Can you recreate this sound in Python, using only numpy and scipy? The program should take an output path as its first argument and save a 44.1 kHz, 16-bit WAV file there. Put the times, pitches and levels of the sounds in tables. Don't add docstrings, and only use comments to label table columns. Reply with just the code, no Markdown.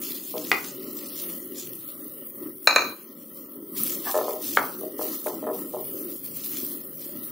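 import sys
import numpy as np
from scipy import signal
from scipy.fft import rfft, irfft, next_fast_len
from scipy.io import wavfile
from scipy.ndimage import uniform_filter1d

SR = 44100
rng = np.random.default_rng(int(sys.argv[2]) if len(sys.argv) > 2 else 0)


def amplitude_ratio(level_db):
    exponent = np.asarray(level_db, float) / 20
    return 10 ** exponent


def put_to_file(sound):
    columns = np.atleast_2d(sound).T
    safe = np.clip(columns, -1, 1)
    whole_steps = np.round(safe * 32767)
    wavfile.write(sys.argv[1], SR, whole_steps.astype(np.int16))


N = 322371
T = np.arange(N) / SR
SLOW = T[::64]

# start in seconds, peak in dB, contact in ms.
SLIPS = [(0.34, -20.5, 0.77), (0.354, -20.5, 1), (0.37, -24.5, 0.89), (4.143, -11.5, 0.14),
         (4.153, -10.5, 0.6), (4.1645, -11, 0.35), (4.174, -15, 0.093), (4.1875, -11, 0.32),
         (4.196, -35, 0.86), (4.2118, -11, 0.44), (4.227, -28, 0.67), (4.243, -29, 0.87),
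         (4.281, -12.5, 0.72), (4.293, -15, 0.8), (4.309, -23.5, 0.44), (4.325, -23, 1), (4.362, -24, 0.91),
         (4.813, -28, 0.92), (4.834, -24, 1), (4.9905, -26, 1), (4.993, -18.5, 0.48), (5.003, -35, .7),
         (5.013, -17, 0.61), (5.2585, -28, 0.75), (5.2615, -14.5, 0.97), (5.268, -24, 0.14),
         (5.273, -21, 1), (5.28, -20, 0.68), (5.295, -23.5, 0.56), (5.312, -23.5, 1), (5.427, -21.5, 0.9),
         (5.44, -24, 0.3), (5.468, -16, 0.33), (5.475, -14.5, 0.64), (5.488, -15.5, 0.51),
         (5.499, -17, 0.4), (5.511, -19, 0.83), (5.733, -32, 1), (5.737, -21, 1), (5.745, -19, 0.87),
         (5.767, -18, 0.93), (5.789, -25, 0.79)]
# frequency in Hz, level in dB, t60 in seconds.
PAN_MODES = [(292, -28, 0.028), (390, -8.5, 0.14), (489.4, 0, 0.078), (617.5, 11, 0.13), (725, 5.5, 0.051),
             (864, 11, 0.0093), (1008, 1, 0.016), (1070, 5.5, 0.03), (1241, 4, 0.049), (1404, -14, 0.015),
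             (1700, 7, 0.02), (2250, -3, 0.015)]
# end in seconds, lift of the low modes in dB, lift of the high modes in dB.
PAN_SPOTS = [
    (1.0, 6.5, 1),
    (4.2, 0, 1),
    (4.26, 0, 0.5),
    (4.5, 1, 1),
    (4.9, 12, -5),
    (5.1, -1, -2),
    (5.35, -1.5, 3.5),
    (5.6, 8, 0),
    (6.0, 4, -0.5),
]
# from Hz, to Hz.
PAN_BAND_HZ = (370, 1420)
# time in seconds, level in dB.
DRAG = [
    (4.04, -70),
    (4.068, -35),
    (4.092, -35),
    (4.1, -35.5),
    (4.13, -57),
]
# start in seconds, peak in dB, contact in ms.
RAPS = [
    (.5163, 1.5, 0.051),
    (.5188, -7, 0.043),
    (.5212, -10.5, 0.05),
    (.5285, -10, 0.13),
    (.534, -24, 0.16),
]
# frequency in Hz, level in dB, t60 in seconds.
BLADE_MODES = [(403, -26, 0.03), (620, -24, 0.02), (845, -14, 0.018), (1100, -19, 0.015), (1430, 4, 0.03),
               (1560, -1, 0.015), (1780, 2.5, 0.012), (2043, 18, 0.026), (2440, 17.5, 0.012),
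               (2920, 1.5, 0.01), (3400, 4, 0.015), (4030, 7.5, 0.015), (4570, 0, 0.013), (5240, -3, 0.012),
               (6800, -28, .008), (9560, -23, 0.0048)]
# start in seconds, peak in dB, contact in ms.
STRIKES = [
    (4.5715, -4, 0.19),
    (4.5738, -13, 0.2),
    (4.586, -15.5, 0.063),
    (4.591, -15, 0.59),
    (4.598, -27, 0.41),
    (4.617, -22, 0.88),
    (4.637, -23.5, 0.78),
    (5.2685, -30, 0.1),
]
# frequency in Hz, level in dB, t60 in seconds.
FLOOR_MODES = [(420, -18.5, 0.027), (617, -12, 0.095), (747, -4, 0.0091), (1212, 0, 0.012),
               (1475, -5.5, 0.038), (1674, -2, 0.022), (2250, 6.5, 0.0036), (2510, 2.5, 0.003),
               (3040, -10, 0.01), (4330, -19.5, 0.022)]
# start in seconds, peak in dB, contact in ms.
CLANKS = [(2.6727, 2.5, 0.025), (2.6808, -11.5, 0.053), (2.691, -13, 0.066), (2.698, -26.5, 0.043),
          (2.709, -12, 0.028), (2.727, -21, 0.14), (2.7605, 0, 0.056), (2.769, -17.5, 0.19),
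          (2.7825, -10, 0.14), (2.791, -22.5, 0.043), (2.82, -14, 0.033)]
# frequency in Hz, level in dB, t60 in seconds.
STEEL_MODES = [(344, -32.5, 0.024), (477, -11, 0.036), (627, -2.5, 0.015), (836, -12, 0.037),
               (960, -11, .03), (1190, -6.5, 0.12), (1300, -6.5, 0.1), (1540, -3.5, 0.037),
               (1783, -8.5, 0.04), (1936, -4, 0.012), (2030, -9, 0.019), (2402, -1, 0.11),
               (2484, -5.5, 0.055), (2586, -5.5, 0.013), (4100, 1.5, 0.012), (3900, -7, 0.05),
               (4047, -3, 0.11), (4220, -4, 0.12), (4370, -6, 0.0086), (5380, -17.5, 0.04),
               (6550, -4, 0.0066), (6660, -10.5, 0.046), (6950, -16.5, 0.036), (9160, -19.5, 0.036),
               (11100, -12.5, 0.011)]
# from Hz, to Hz.
STEEL_HOLLOWS = [
    (2800, 3650),
    (4700, 5200),
]
# start in seconds, hold in seconds, steam hiss in dB, rubbing in dB.
PRESSES = [(0, 0.16, -36.5, -41.5), (0.211, 0.12, -41, -46), (0.358, 0.3, -46, -43), (.6, 0.64, -63, -51),
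           (0.946, 0.23, -40, -46), (1.188, 0.055, -36, -55), (1.27, 0.074, -38, -48),
           (1.535, 0.056, -45, -43), (1.65, 0.27, -48, -59), (1.86, 0.03, -54, -52.5),
           (2.412, .04, -45, -58), (2.939, 0.12, -67, -51.5), (3.119, 0.043, -54, -52),
           (3.33, 0.013, -37, -50), (3.745, 0.16, -31, -38), (4.02, 0.1, -33.5, -38.5),
           (4.15, 0.2, -38.5, -44.5), (4.403, 0.16, -33.5, -39.5), (4.6, 0.14, -41, -54),
           (4.75, 0.14, -46, -57), (4.973, 0.11, -33.5, -42.5), (5.1, 0.17, -36, -45.5),
           (5.501, 0.12, -37, -50.5), (5.75, 0.42, -38, -52.5), (6.22, 0.029, -35.5, -47),
           (6.33, 0.02, -34, -46), (6.418, 0.16, -33.5, -40), (6.6, 0.13, -35.5, -48),
           (6.964, 0.13, -39.5, -47), (7.201, 0.17, -39, -49.5)]
# frequency in Hz, density in dB per Hz.
STEAM_COLOUR = [(3000, -30.5), (5000, -31), (7700, -24.5), (8500, -15), (11000, -10), (14800, -5),
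                (15600, -0.5), (16000, -30.5), (16500, -73)]
# frequency in Hz, density in dB per Hz.
RUB_COLOUR = [(900, -19), (1500, -17.5), (2000, -13), (2500, -9), (3500, -5), (5000, -5.5), (7000, -1.5),
              (9000, -8), (12000, -7)]
# start in seconds, peak in dB, dull part minus bright part in dB.
POPS = [(0.018, -25, -13), (0.12, -20, -7), (0.238, -25, -23.5), (0.368, -30, 2), (0.38, -24.5, 0.5),
        (0.4497, -23, -4), (0.508, -36, -6), (0.4702, -23, -1.5), (0.8883, -34, -7.5), (1.2067, -21, -16),
        (1.3203, -21.5, -44), (1.673, -19.5, -10.5), (1.7333, -20.5, -9), (1.8753, -30, -13),
        (2.425, -27, -21), (2.4384, -31, -32.5), (3.7857, -34, -39), (3.8352, -6, -24), (3.8425, -14, -18),
        (3.869, -24, -20), (3.879, -18, -18), (3.883, -22, -18), (3.8753, -18, -7.5), (4.308, -21.5, -5),
        (4.4327, -39, -34), (4.444, -30, -9), (4.53, -26, -5), (4.551, -16.5, -8), (4.664, -26, -18),
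        (4.81, -23, -33), (4.99, -23, -38), (6.2546, -35, -7), (6.312, -35, -16), (6.6891, -29, -18),
        (6.7295, -24, -24)]
# start in seconds, peak in dB, dull part minus bright part in dB.
CRACKS = [
    (.5163, -17, -3),
    (2.6727, -14, -3),
    (2.7605, -16, -3),
]
# frequency in Hz, density in dB per Hz.
ROAR_COLOUR = [(18, -77), (30, -49.5), (140, -21.5), (198, -8.5), (286, -0.5), (382, -2.5), (490, -18),
               (520, -9), (583, -10.5), (735, -38), (1310, -19), (1530, -44.5), (1960, -22.5), (2290, -66),
               (3000, -26), (3900, -60.5), (6600, -120)]
# time in seconds, change in dB.
GUSTS = [(.05, -2.5), (.27, -7.5), (.46, -0.5), (.7, -3.5), (.78, 0), (.86, 4), (1.0, 1.5), (1.13, 1),
         (1.28, 0.5), (1.47, -5.5), (1.611, -0.5), (1.8, -3.5), (1.951, 0.5), (2.15, -3), (2.3, -3),
         (2.37, -2), (2.44, 3), (2.6, -8), (2.999, -5), (3.149, -2), (3.303, -2.5), (3.451, -1.5),
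         (3.571, 3.5), (3.69, -2.5), (3.82, 4), (3.97, 5), (4.1, 1), (4.43, 0.5), (4.648, 4), (4.85, 4),
         (5.12, 3.5), (5.2, 0), (5.38, 2.5), (5.65, 2), (5.83, 0.5), (5.96, 3.5), (6.1, 0.5), (6.211, -5.5),
         (6.32, -1.5), (6.4, -0.5), (6.5, -2), (6.62, -2), (6.73, 5.5), (6.93, -3.5), (7.1, 0.5), (7.2, 1),
         (7.3, -1.5)]
# time in seconds, level in dB.
DRAUGHT = [(0.0, -68), (0.73, -56.5), (1.44, -67), (1.68, -55), (2.25, -65), (2.44, -56), (2.6, -63),
           (2.91, -57.5), (3.05, -80), (3.62, -55), (3.68, -75), (3.8, -46.5), (3.96, -71), (4.2, -58),
           (4.42, -61), (4.65, -51), (5.2, -71), (5.33, -56), (5.67, -70), (5.79, -48), (6.04, -63.5),
           (6.34, -46.5), (6.44, -58.5), (7.3, -59)]
# frequency in Hz, t60 in seconds.
KITCHEN_T60 = [(350, 0.43), (1000, 0.42), (2500, 0.36), (5000, 0.39), (10000, 0.33)]
# frequency in Hz, left-right correlation.
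PORT_LIKENESS = [(60, 0.91), (300, 1), (520, 0.92), (1200, 0.88), (4000, 0.99), (8000, 0.62), (14000, 0.74)]
# frequency in Hz, left minus right in dB.
PORT_LEAN = [(60, -1.5), (400, 2), (2000, 0.9), (4000, 2), (8000, -0.8), (13000, 2.5)]
# frequency in Hz, margin in spreads of chance.
KEPT_MARGIN = [(600, 4), (1300, 2.4), (1600, 1.1), (2000, 1.6), (2500, .6), (3700, .1), (4300, .9),
               (6000, .2), (8000, -.6), (8500, 1), (9100, -.3), (9700, 1), (10800, 0), (13500, 1.8)]

ATTACK_S, STEAM_FALL_DB_PER_S, RASP_FALL_DB_PER_S = 0.035, 111.5, 78.5
FRY_DB, FRY_RASP_DB = -41.5, -60.5
PAN_LEAK_DB, SMEAR_S = -4, 0.012
FLAME_DB, GUST_S = -42.5, 0.059
GATE_S, GATE_FADE_S = 0.45, 0.24
BASS_CUT_HZ, TOP_HZ = 212, 15700
DUCK_FROM_S, DUCK_UNTIL_S, DUCK_DB, DUCK_SLEW_S = 2.93, 3.73, -4, 0.0222


def curve(table):
    return np.interp(T, *np.transpose(table))


def at(table, hz):
    known_hz, value = np.transpose(table)
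    return np.interp(np.log(np.maximum(hz, 1)), np.log(known_hz), value)


def walk(rate):
    k = int(SR / rate)
    held = np.repeat(rng.standard_normal(N // k + 1), k)
    return 4 / 3 * uniform_filter1d(uniform_filter1d(held, k), k)[:N]


def band(x, lo_hz, hi_hz):
    return signal.sosfilt(signal.butter(2, [lo_hz, min(hi_hz, .45 * SR)], "band", fs=SR, output="sos"), x)


def ring(modes, contact_ms, scatter_db, detune, longest_s, sense):
    hz, db, t60 = np.repeat(np.transpose(modes), 3, axis=1)[:, :, None]
    chance = rng.standard_normal((2, len(hz), 1))
    t = np.arange(SR // 8) / SR
    sign = sense ** (np.arange(len(hz)) // 3)[:, None]
    level = sign * amplitude_ratio(db + scatter_db * chance[0])
    fade = np.exp(-np.log(1000) * t / np.minimum(t60, longest_s))
    swing = np.sin(2 * np.pi * hz * (1 + detune * chance[1]) * t)
    free = np.sum(level * fade * swing, axis=0)
    phase = (np.arange(128) + .5) / SR * 1000 / max(contact_ms, .03)
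    push = np.sin(np.pi * np.clip(phase, 0, 1))
    out = np.convolve(free, push)[:len(t)]
    return out / np.abs(out).max()


def blows(events, modes, scatter_db, detune, longest_s, sense):
    out = np.zeros(N + SR)
    for s, db, ms in events:
        i = int(s * SR)
        out[i:i + SR // 8] += amplitude_ratio(db) * ring(modes, ms, scatter_db, detune, longest_s, sense)
    return out[:N]


def blade_judder():
    slips, start = np.zeros(N), 0
    hz = np.array(PAN_MODES)[:, 0]
    for until, low_db, high_db in PAN_SPOTS:
        lift = low_db * (hz < 550) + high_db * (hz > 800)
        modes = np.array(PAN_MODES) + np.outer(lift, [0, 1, 0])
        run = [row for row in SLIPS if start <= row[0] < until]
        slips = slips + blows(run, modes, 3.5, .012, .12, sense=1.)
        start = until
    smear = rng.standard_normal(2000) * np.exp(-np.arange(2000) / SR / SMEAR_S)
    leak = signal.fftconvolve(band(slips, 1700, 2600), smear / np.linalg.norm(smear))[:N]
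    body = signal.sosfilt(signal.butter(4, PAN_BAND_HZ, "band", fs=SR, output="sos"), slips)
    return amplitude_ratio(PAN_LEAK_DB) * leak + amplitude_ratio(1) * body


def blade_drag():
    slips = (rng.random(N) < 2500 / SR) * rng.standard_normal(N)
    response = ring(FLOOR_MODES, 0.14, 7.8, 0.023, 0.028, sense=-0.61)[:900]
    drag = band(signal.fftconvolve(slips, response)[:N], 930, 3400)
    touching = (T > DRAG[0][0]) * (T < DRAG[-1][0])
    return drag / drag.std() * amplitude_ratio(curve(DRAG)) * touching


def blade_raps():
    return blows(RAPS, BLADE_MODES, 1.5, .04, .025, sense=1.)


def floor_strikes():
    return blows(STRIKES, FLOOR_MODES, 1.5, .04, .06, sense=-0.99)


def steel_utensil():
    steel = blows(CLANKS, STEEL_MODES, 2.5, .009, .04, sense=-0.99)
    for edges in STEEL_HOLLOWS:
        steel = signal.sosfilt(signal.butter(2, edges, "bandstop", fs=SR, output="sos"), steel)
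    return steel


def hiss(colour, grain_rate, grain_db, grain_share, flicker_db, flicker_rate, count):
    size = next_fast_len(N)
    hz = np.fft.rfftfreq(size, 1 / SR)
    grain_level = amplitude_ratio(grain_db * np.minimum(rng.exponential(size=N), 4))
    grains = (rng.random(N) < grain_rate / SR) * grain_level * rng.standard_normal(N)
    flow = rng.standard_normal(N)
    mid = np.sqrt(1 - grain_share) * flow + np.sqrt(grain_share) * grains / grains.std()
    like = np.clip(at(PORT_LIKENESS, hz), 0, 1)
    mid = rfft(mid, size) * np.sqrt(1 + like)
    side = rfft(rng.standard_normal(N), size) * np.sqrt(1 - like)
    gain = amplitude_ratio(at(colour, hz))
    both = gain * np.array([mid + side, mid - side])
    out = np.zeros((2, N))
    for octave in np.arange(5, 15, 1 / count):
        window = np.clip(1 - count * np.abs(np.log2(hz + 1) - octave), 0, 1)
        if np.max(window * gain) > .01:
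            out = out + amplitude_ratio(flicker_db * walk(flicker_rate)) * irfft(both * window, size)[:, :N]
    return out / out.std()


def pressed(rest_db, fall_db_per_s, column):
    rows = np.array(PRESSES)[:, :, None]
    start, held = rows[:, 0], rows[:, 1]
    fall_db = fall_db_per_s * np.clip(SLOW - start - held, 0, 1)
    each = np.clip((SLOW - start) / ATTACK_S, 0, 1) * amplitude_ratio(rows[:, column] - fall_db)
    return np.interp(T, SLOW, np.sqrt(amplitude_ratio(2 * rest_db) + np.sum(each ** 2, axis=0)))


def steam_pops():
    pops, t = np.zeros(N + 400), np.arange(400) / SR
    for s, db, dull_db in POPS + CRACKS:
        burst = rng.standard_normal(400) * np.exp(-t / .001)
        bright, dull = band(burst, 9800, 17000), band(burst, 2500, 7000)
        snap = bright / np.abs(bright).max() + amplitude_ratio(dull_db) * dull / np.abs(dull).max()
        pops[int(s * SR):int(s * SR) + 400] += amplitude_ratio(db) * snap
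    return pops[:N]


def paste():
    sputter = amplitude_ratio(1.0 * walk(200) + .8 * walk(30))
    steam = hiss(STEAM_COLOUR, 2300, 2.6, .5, 0.94, 45, count=1)
    steam = steam * pressed(FRY_DB, STEAM_FALL_DB_PER_S, column=2)
    rasp = hiss(RUB_COLOUR, 1200, 2.6, .5, 2.5, 25, count=1)
    rasp = rasp * pressed(FRY_RASP_DB, RASP_FALL_DB_PER_S, column=3)
    return sputter * (amplitude_ratio(0.5) * steam + amplitude_ratio(2.0) * rasp) + steam_pops()


def burner():
    level_db = FLAME_DB + sum(db * np.exp(-((SLOW - s) / GUST_S) ** 2) for s, db in GUSTS)
    roar = hiss(ROAR_COLOUR, 300, 1.5, .2, 2.8, 7, count=2) * np.interp(T, SLOW, amplitude_ratio(level_db))
    deep = band(band(rng.standard_normal(N), 120, 210), 40, 220)
    rumble = amplitude_ratio(curve(DRAUGHT) - 1.0) * deep / deep.std()
    buffet = amplitude_ratio(1.8 * walk(14))
    return buffet * (roar + rumble)


def kitchen(x, wet_db, gap_ms, spread, dull_hz, lasting):
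    t = np.arange(SR // 2) / SR
    noise = rng.standard_normal((3, len(t)))
    noise = noise[0] + spread * band(noise[1:], 950, 16000)
    tail = np.zeros((2, len(t)))
    for hz, t60 in KITCHEN_T60:
        tail += band(noise, hz / 1.506, hz * 1.63) * np.exp(-np.log(1000) * t / t60 / lasting)
    tail = tail * np.clip(t * 1000 / gap_ms - .5, 0, 1)
    tail = tail * np.clip((GATE_S - t) / GATE_FADE_S, 0, 1)
    tail = tail / np.sqrt(np.mean(np.sum(tail ** 2, axis=1)))
    tail = signal.sosfilt(signal.butter(1, dull_hz, fs=SR, output="sos"), tail)
    x = signal.sosfilt(signal.butter(4, BASS_CUT_HZ, "high", fs=SR, output="sos"), x)
    return x + amplitude_ratio(wet_db) * signal.fftconvolve(x[None], tail, axes=1)[:, :N]


def scene():
    near, far = .3, 1.15
    hits = kitchen(blade_judder(), -0.59, 0.75, near, 900, 0.87) + blade_drag_in_room(near)
    hits = hits + kitchen(blade_raps(), -0.36, 2.4, far, 2200, 0.89)
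    hits = hits + kitchen(floor_strikes(), -4.5, 3.1, far, 2700, 0.92)
    hits = hits + kitchen(steel_utensil(), -2.0, 4.0, far, 6200, 0.99)
    return hits + paste() + burner()


def blade_drag_in_room(spread):
    return kitchen(blade_drag(), -0.59, 0.75, spread, 900, 0.87)


def mute_weak_bands(x, per_db, bias, depth_db):
    hz, _, z = signal.stft(x, SR, nperseg=1024)
    bands, frames = 103, z.shape[2]
    power = np.sum(np.abs(np.pad(z, ((0, 0), (0, 2), (0, 0)))) ** 2, axis=0)
    power = power.reshape(bands, 5, frames).sum(axis=1)
    level = 10 * np.log10(uniform_filter1d(power, size=5, axis=1) + 1e-18)
    luck = uniform_filter1d(rng.standard_normal((bands, frames)), size=9, axis=1) * 3
    margin = at(KEPT_MARGIN, hz[2::5])[:, None] + bias * rng.standard_normal((bands, 1))
    margin = margin + per_db * (level - np.median(level, axis=1, keepdims=True)) + luck
    total = power.sum(axis=0)
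    struck = uniform_filter1d(1. * (total > 8 * np.roll(total, 2)), size=5) > 0
    gain = np.where((margin > 0) | struck, 1, amplitude_ratio(depth_db))
    gain = np.repeat(gain, 5, axis=0)[:len(hz)]
    return signal.istft(z * gain, SR, nperseg=1024)[1][:, :N]


def top_cut(x):
    return signal.sosfilt(signal.butter(12, 16710, fs=SR, output="sos"), x)


def record(dry):
    size = next_fast_len(N)
    lean = at(PORT_LEAN, np.fft.rfftfreq(size, 1 / SR)) / 2
    ports = irfft(rfft(dry, size) * amplitude_ratio(np.array([lean, -lean])), size)[:, :N]
    sag = np.clip(np.minimum(T - DUCK_FROM_S, DUCK_UNTIL_S - T) / DUCK_SLEW_S, 0, 1)
    ports = np.tanh(0.84 * ports * amplitude_ratio(DUCK_DB * sag)) / 0.77
    ports = signal.sosfilt(signal.ellip(8, .2, 60, TOP_HZ, fs=SR, output="sos"), ports)
    mix = mute_weak_bands(ports, per_db=.06, bias=.5, depth_db=-35)
    return top_cut(mix)


dry = scene()
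out = record(dry)
put_to_file(out)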